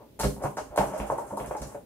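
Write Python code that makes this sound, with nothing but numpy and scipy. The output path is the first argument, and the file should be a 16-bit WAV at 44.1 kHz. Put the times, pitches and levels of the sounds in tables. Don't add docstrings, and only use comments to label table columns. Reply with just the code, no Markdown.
import sys
import numpy as np
from scipy import signal
from scipy.fft import rfft, irfft, next_fast_len
from scipy.io import wavfile
from scipy.ndimage import uniform_filter1d

SR = 44100
rng = np.random.default_rng(int(sys.argv[2]) if len(sys.argv) > 2 else 0)


def volts_from_decibels(level):
    exponent = np.asarray(level, float) / 20
    return 10 ** exponent


def persist_wave(psi):
    counts = np.round(np.clip(psi, -1, 1) * 32767).astype(np.int16)
    wavfile.write(sys.argv[1], SR, np.atleast_2d(counts).T)


N = 81585
PAD = 8192
LEN = next_fast_len(N + 3 * PAD)
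HZ = np.maximum(np.fft.rfftfreq(LEN, 1 / SR), 1)
MIC_TOP_HZ = 15700

# pitch in Hz, level in dB, time to fall 60 dB in seconds.
BOX_MODES = [(396, -11, 0.04), (495, -7, 0.1), (606, 4.5, 0.058), (673, -3, 0.034), (744.6, -5, 0.072),
             (810.6, -3, 0.054), (874.8, -10, 0.062), (930.4, 0, 0.027), (1048.7, -10.5, 0.054),
             (1218, -2.5, 0.0063), (1390, -7.5, 0.01), (1716, -26, 0.048), (2050, -9, 0.0045),
             (2760, -9, 0.0059)]


def curve(rows, hz):
    rows = np.array(rows, float)
    return np.interp(np.log(hz), np.log(rows[:, 0]), rows[:, 1])


def unit(x):
    return x / np.sqrt(np.mean(x ** 2))


def bump(modes, centre_hz, width_oct):
    octaves = np.log2(np.array(modes)[:, 0] / centre_hz)
    return np.exp(-.5 * (octaves / width_oct) ** 2)


def add(out, start_s, x):
    i = PAD + int(start_s * SR)
    out[i:i + len(x)] += x[:len(out) - i]


def ring(modes, gains_db, detune, size=PAD):
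    t, m = np.arange(size) / SR, np.array(modes, float)
    pitch_hz = m[:, :1] * detune[:, None]
    decay = np.exp(-np.log(1000) * t / np.maximum(m[:, 2:], .005))
    return volts_from_decibels(m[:, 1] + gains_db) @ (np.sin(2 * np.pi * pitch_hz * t) * decay)


def skin(x, tilt_db):
    hz = np.maximum(np.fft.rfftfreq(len(x), 1 / SR), 1)
    slope = volts_from_decibels(tilt_db * np.maximum(np.log2(hz / 966), 0))
    softness = 1 / (1 + (hz / 3170) ** 6)
    small_box = 1 / (1 + 273 / (1j * hz)) ** 2
    return irfft(rfft(x) * slope * softness * small_box, len(x))


def rattle(length_s):
    rise_share, scatter_db, blow_db, sharp_s = 0.12, 6.5, -7.5, 0.0056
    t = np.arange(PAD // 2) / SR
    dur = max(length_s, .0005)
    grit = rng.standard_normal((2, len(t)))
    contacts = grit[0] * volts_from_decibels(scatter_db * grit[1])
    contacts = contacts * (1 - np.exp(-t / (rise_share * dur))) * np.exp(-t / dur)
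    blow = volts_from_decibels(blow_db) * min(sharp_s / length_s, 1) * (t == 0)
    spectrum = rfft(contacts / np.sqrt(np.sum(contacts ** 2)) + blow)
    spectrum = spectrum / np.sqrt(uniform_filter1d(np.abs(spectrum) ** 2, size=13))
    return irfft(spectrum) * (t < .07)


def taps():
    spot_lift_db, spot_width_oct, mode_scatter_db, taps_db = 9.5, 0.23, 5, -4.5
    # start in seconds, level in
    # dB, brightness in dB per octave, rattle length in ms, pitch the struck spot favours in Hz.
    finger_taps = [(0.191, -31.5, 5, 4.2, 597), (0.197, -22.5, 3.5, 10.6, 1060),
                   (0.233, -20, 6.5, 5.3, 1170), (0.243, -18, -1, 5.5, 440), (0.404, -37.5, -25, 7, 610),
                   (0.415, -29, -3, 14, 620), (0.436, -18.5, -2, 10, 830), (0.453, -21.5, -3.5, 6.9, 940),
                   (0.57, -25, -1, 7, 1210), (0.582, -22.5, 2, 6.6, 754), (0.718, -35.5, -20, 25, 590),
                   (0.759, -25, -2, 5, 860), (0.7757, -10, 3, 7.8, 744), (0.799, -19, -2, 5.4, 850),
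                   (0.839, -23.5, 2, 2.9, 875), (0.936, -25, -1.5, 4.7, 614), (1.0, -21.5, 5, 2.7, 1960),
                   (1.1, -14.5, -8.5, 4.4, 920), (1.119, -20.5, -20, 7.4, 660), (1.166, -34, -20, 2.7, 820),
                   (1.183, -20.5, -9, 2.8, 970), (1.305, -30, -6, 9, 974), (1.323, -27.5, -34, 12.6, 567),
                   (1.373, -21.5, -18, 5.9, 960), (1.399, -31, 8.5, 4.6, 610), (1.444, -32, 6, 7.7, 620),
                   (1.51, -21.5, -1.5, 3.3, 736), (1.549, -23, -5.5, 2.74, 755),
                   (1.619, -32.5, 4, 8.7, 1450), (1.746, -30, -3, 7.4, 587),
                   (0.214, -36, -11, 6.9, 920),
        (0.364, -38, 1, 2, 800),
        (0.38, -36.5, -19, 2.6, 514),
        (0.788, -16, 1, 2.7, 620),
        (0.808, -21.5, -5, 12, 890),
        (0.917, -35, -16, 5.9, 495),
        (1.141, -48, -17, 2.3, 920),
        (1.197, -28, -18, 2.1, 587),
        (1.383, -26.5, -10, 24.3, 586),
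    ]
    earlier_tap = (-0.0034, -42.5, -6, 30, 500)
    out = np.zeros((2, LEN))
    lead = PAD // 32
    for k, (start_s, level_db, tilt_db, ms, spot_hz) in enumerate([earlier_tap] + finger_taps):
        chance = rng.standard_normal((2, len(BOX_MODES)))
        gains_db = spot_lift_db * bump(BOX_MODES, spot_hz, spot_width_oct) + mode_scatter_db * chance[0]
        body = ring(BOX_MODES, gains_db, 1 + 0.028 * chance[1])
        struck = signal.fftconvolve(body, rattle(ms / 1000))
        tap = skin(np.r_[np.zeros(lead + 1), struck], tilt_db)
        add(out[k % 2], start_s - lead / SR, tap / np.abs(tap).max() * volts_from_decibels(level_db + taps_db))
    return out


def rustles():
    width_oct, low_share = 0.51, 0.73
    skirt_db, skirt_per_db, skirt_low_hz = 4.5, 0.73, 3500
    foil_hz, foil_width_hz, foil_db, hard_db = 4240, 100, 4, -18.5
    rustles_db = -8.5
    # start in seconds, level in dB, centre in Hz, length in ms.
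    contact_rustles = [(0.191, -31.5, 7500, 17), (0.1966, -16, 9100, 3.5), (0.2113, -16.5, 7950, 3.7),
                       (0.238, -21.5, 10400, 3.9), (0.2397, -22.5, 4160, 4), (0.2495, -41, 6000, 3),
                       (0.421, -41.5, 7160, 18), (0.433, -35.5, 9800, 14), (0.5675, -34, 6400, 10.8),
                       (0.76, -23.5, 9050, 3.2), (0.7735, -20.5, 8600, 5.3), (0.8614, -42.5, 8000, 25),
                       (0.9324, -48, 6900, 69), (0.9768, -33.5, 9800, 10), (1.065, -41.5, 8600, 16),
                       (1.1068, -39, 7960, 9.1), (1.1772, -38.5, 9000, 13), (1.265, -48.5, 8600, 58),
                       (1.3687, -33, 9900, 11), (1.4038, -43.5, 10000, 17), (1.4584, -39, 8450, 15.4),
                       (1.5103, -48, 7800, 14), (1.5664, -36, 7200, 6.3), (1.6164, -28, 7060, 5),
                       (1.6683, -41, 7900, 10.6), (1.719, -48.5, 9600, 18)]
    out, t = np.zeros((2, LEN)), np.arange(PAD) / SR
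    hz = np.maximum(np.fft.rfftfreq(PAD, 1 / SR), 1)
    for k, (start_s, level_db, centre_hz, ms) in enumerate(contact_rustles):
        hardness_db = level_db - hard_db
        side_oct = width_oct * np.where(hz < centre_hz, low_share, 1)
        colour = np.exp(-.5 * (np.log2(hz / centre_hz) / side_oct) ** 2)
        skirt = volts_from_decibels(skirt_db + skirt_per_db * hardness_db) / (1 + (skirt_low_hz / hz) ** 2)
        foil = volts_from_decibels(foil_db + min(hardness_db, 6)) / (1 + ((hz - foil_hz) / foil_width_hz) ** 2)
        swell = np.minimum(t / 0.0025, 1) * np.exp(-1000 * t / max(ms, 1))
        grit = rng.standard_normal((2, PAD))
        clicks = rfft(grit[0] * volts_from_decibels(4.5 * grit[1]) * swell)
        clicks = clicks / np.sqrt(uniform_filter1d(np.abs(clicks) ** 2, size=61))
        spray = unit(irfft(clicks * (colour + skirt + foil), PAD) * (t < .17))
        add(out[k % 2], start_s, volts_from_decibels(level_db + rustles_db) * spray * np.sqrt(np.mean(swell ** 2)))
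    return out


def thumps():
    push_s, desk_swell_s, thumps_db = 0.0023, 0.0046, -8
    panel_lift_db, panel_width_oct = 8.5, 0.26
    # start in seconds, level in dB, panel share in dB, pitch of the panel that gives most in Hz.
    desk_thumps = [(0.203, -28.5, -5, 198), (0.24, -20, -4, 217), (0.255, -13, -6, 140),
                   (0.301, -39.5, 5.5, 142), (0.39, -36.5, -26, 200), (0.447, -32, 5, 121),
                   (0.61, -35.5, -6.5, 288), (0.701, -35, -18, 405), (0.795, -22, -0.5, 185),
                   (0.867, -36, 2, 145), (1.002, -21.5, -9.5, 210), (1.111, -36.5, 4, 120),
                   (1.24, -42, -10, 196), (1.322, -40.5, 4.5, 240), (1.408, -31.5, -1, 124),
                   (1.478, -30.5, -6, 121), (1.612, -25, -8.5, 197), (1.66, -31, -9, 122),
                   (1.76, -43.5, 0, 119)]
    # pitch in Hz, level in dB, time to fall 60 dB in seconds.
    desk_modes = [(54.7, 0.5, 0.16)]
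    panel_modes = [(121, -18, 0.33), (143.2, -8, 0.24), (210, -4.5, 0.2), (279.4, -7, 0.17),
                   (387.4, 0, 0.13)]
    out, t = np.zeros(LEN), np.arange(2 * PAD) / SR
    push = np.hanning(max(int(push_s * SR), 3))
    for start_s, level_db, share_db, panel_hz in desk_thumps:
        chance = rng.standard_normal((2, 6))
        lift_db = panel_lift_db * bump(panel_modes, panel_hz, panel_width_oct)
        gains_db = share_db + lift_db + 1.9 * chance[0, 1:]
        panels = ring(panel_modes, gains_db, 1 + 0.028 * chance[1, 1:], size=2 * PAD)
        desk = ring(desk_modes, np.zeros(1), 1 + 0.047 * chance[1, :1], size=2 * PAD)
        desk = desk * (1 - np.exp(-t / desk_swell_s))
        add(out, start_s, volts_from_decibels(level_db + thumps_db) * np.convolve(panels + desk, push / push.sum()))
    return out


def handling():
    # time in seconds, level in dB.
    leaning = np.array([(0.0, -85), (0.144, -94), (0.252, -59), (0.37, -58), (0.422, -37), (0.532, -64),
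                        (0.726, -44.5), (0.978, -32), (1.338, -46.5), (1.484, -41), (1.728, -45),
                        (1.85, -88)])
    t = (np.arange(LEN) - PAD) / SR
    grit = rng.standard_normal((2, LEN))
    grains = grit[0] * volts_from_decibels(0.5 * grit[1])
    body = ring(BOX_MODES, np.zeros(len(BOX_MODES)), np.ones(len(BOX_MODES)))
    murmur = unit(skin(signal.fftconvolve(grains, body)[:LEN], -0.5))
    return murmur * volts_from_decibels(np.interp(t, leaning[:, 0], leaning[:, 1]) - 10.5)


def stereo_noise():
    mid, side = rng.standard_normal((2, LEN))
    likeness_hz = 610
    side_weight = np.sqrt(1 / (1 + (likeness_hz / HZ) ** 2)) * np.array([[1], [-1]])
    return mid, side, side_weight


def room():
    # frequency in Hz, time to fall 60 dB in seconds.
    decay_times = [(60, 1.5), (250, 0.5), (700, 0.23), (2000, 0.2364), (5000, 0.29), (10000, 0.44)]
    # frequency in Hz, level in dB.
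    tail_levels = [(130, -15.5), (250, -2.5), (700, -3), (2000, -2), (5000, 3.5), (10000, 1.5)]
    # frequency in Hz, left minus right in dB.
    left_right = [(60, -5.5), (110, -4.5), (200, -1.5), (380, 1.0), (700, 0), (1290, -0.5), (2380, -0.5),
                  (4400, 1.5), (8120, -1), (15000, -2.5)]
    left_lag_s = -.0001
    mid, side, side_weight = stereo_noise()
    t, tail = np.arange(LEN) / SR, 0
    onset = np.clip((t - .003) / 0.0016, 0, 1) * (t < .9)
    for hz in 40 * 2 ** np.arange(0, 9, .5):
        env = onset * np.exp(-np.log(1000) * t / curve(decay_times, hz))
        env = env * volts_from_decibels(curve(tail_levels, hz)) / np.sqrt(np.sum(env ** 2))
        octaves = np.log2(np.clip(HZ, 40, 14400) / hz)
        band = np.cos(np.pi * np.clip(octaves, -.5, .5)) ** 2
        tail = tail + band * (rfft(env * mid) + side_weight * rfft(env * side))
    direct = np.exp(-1j * np.pi * HZ * left_lag_s * np.array([[1], [-1]]))
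    return (direct + tail) * volts_from_decibels(curve(left_right, HZ) * np.array([[.5], [-.5]]))


def background():
    # frequency in Hz, density in dB per Hz.
    hum_and_hiss = [(18, -68), (30, -14), (130, -2.5), (173, -5), (467, -8.5), (1200, -32.5), (2990, -32.5),
                    (7860, -38.5), (15500, -32.5)]
    mid, side, side_weight = stereo_noise()
    spectrum = (rfft(mid) + side_weight * rfft(side)) * volts_from_decibels(curve(hum_and_hiss, HZ))
    noise = irfft(spectrum * (HZ < MIC_TOP_HZ), LEN)
    return noise / np.sqrt(np.mean(noise.mean(axis=0) ** 2)) * volts_from_decibels(-55.5)


def scene():
    # frequency in Hz, gain in dB.
    mic_response = [(20, -12), (40, -4.5), (60, 5.5), (3600, 4), (11000, -0.5), (13500, -5), (15500, -8)]
    mic = volts_from_decibels(curve(mic_response, HZ)) * (HZ < MIC_TOP_HZ)
    ends = taps() + rustles()
    near, far = ends[0] + thumps(), ends[1] + handling()
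    heard = irfft((rfft(near) * room() + rfft(far) * room()) * mic, LEN)
    return (heard + background())[:, PAD:PAD + N]


def roll_off(x):
    return signal.sosfilt(signal.butter(12, 15700, fs=SR, output="sos"), x)


def record(dry):
    return roll_off(dry)


dry = scene()
out = record(dry)
persist_wave(out)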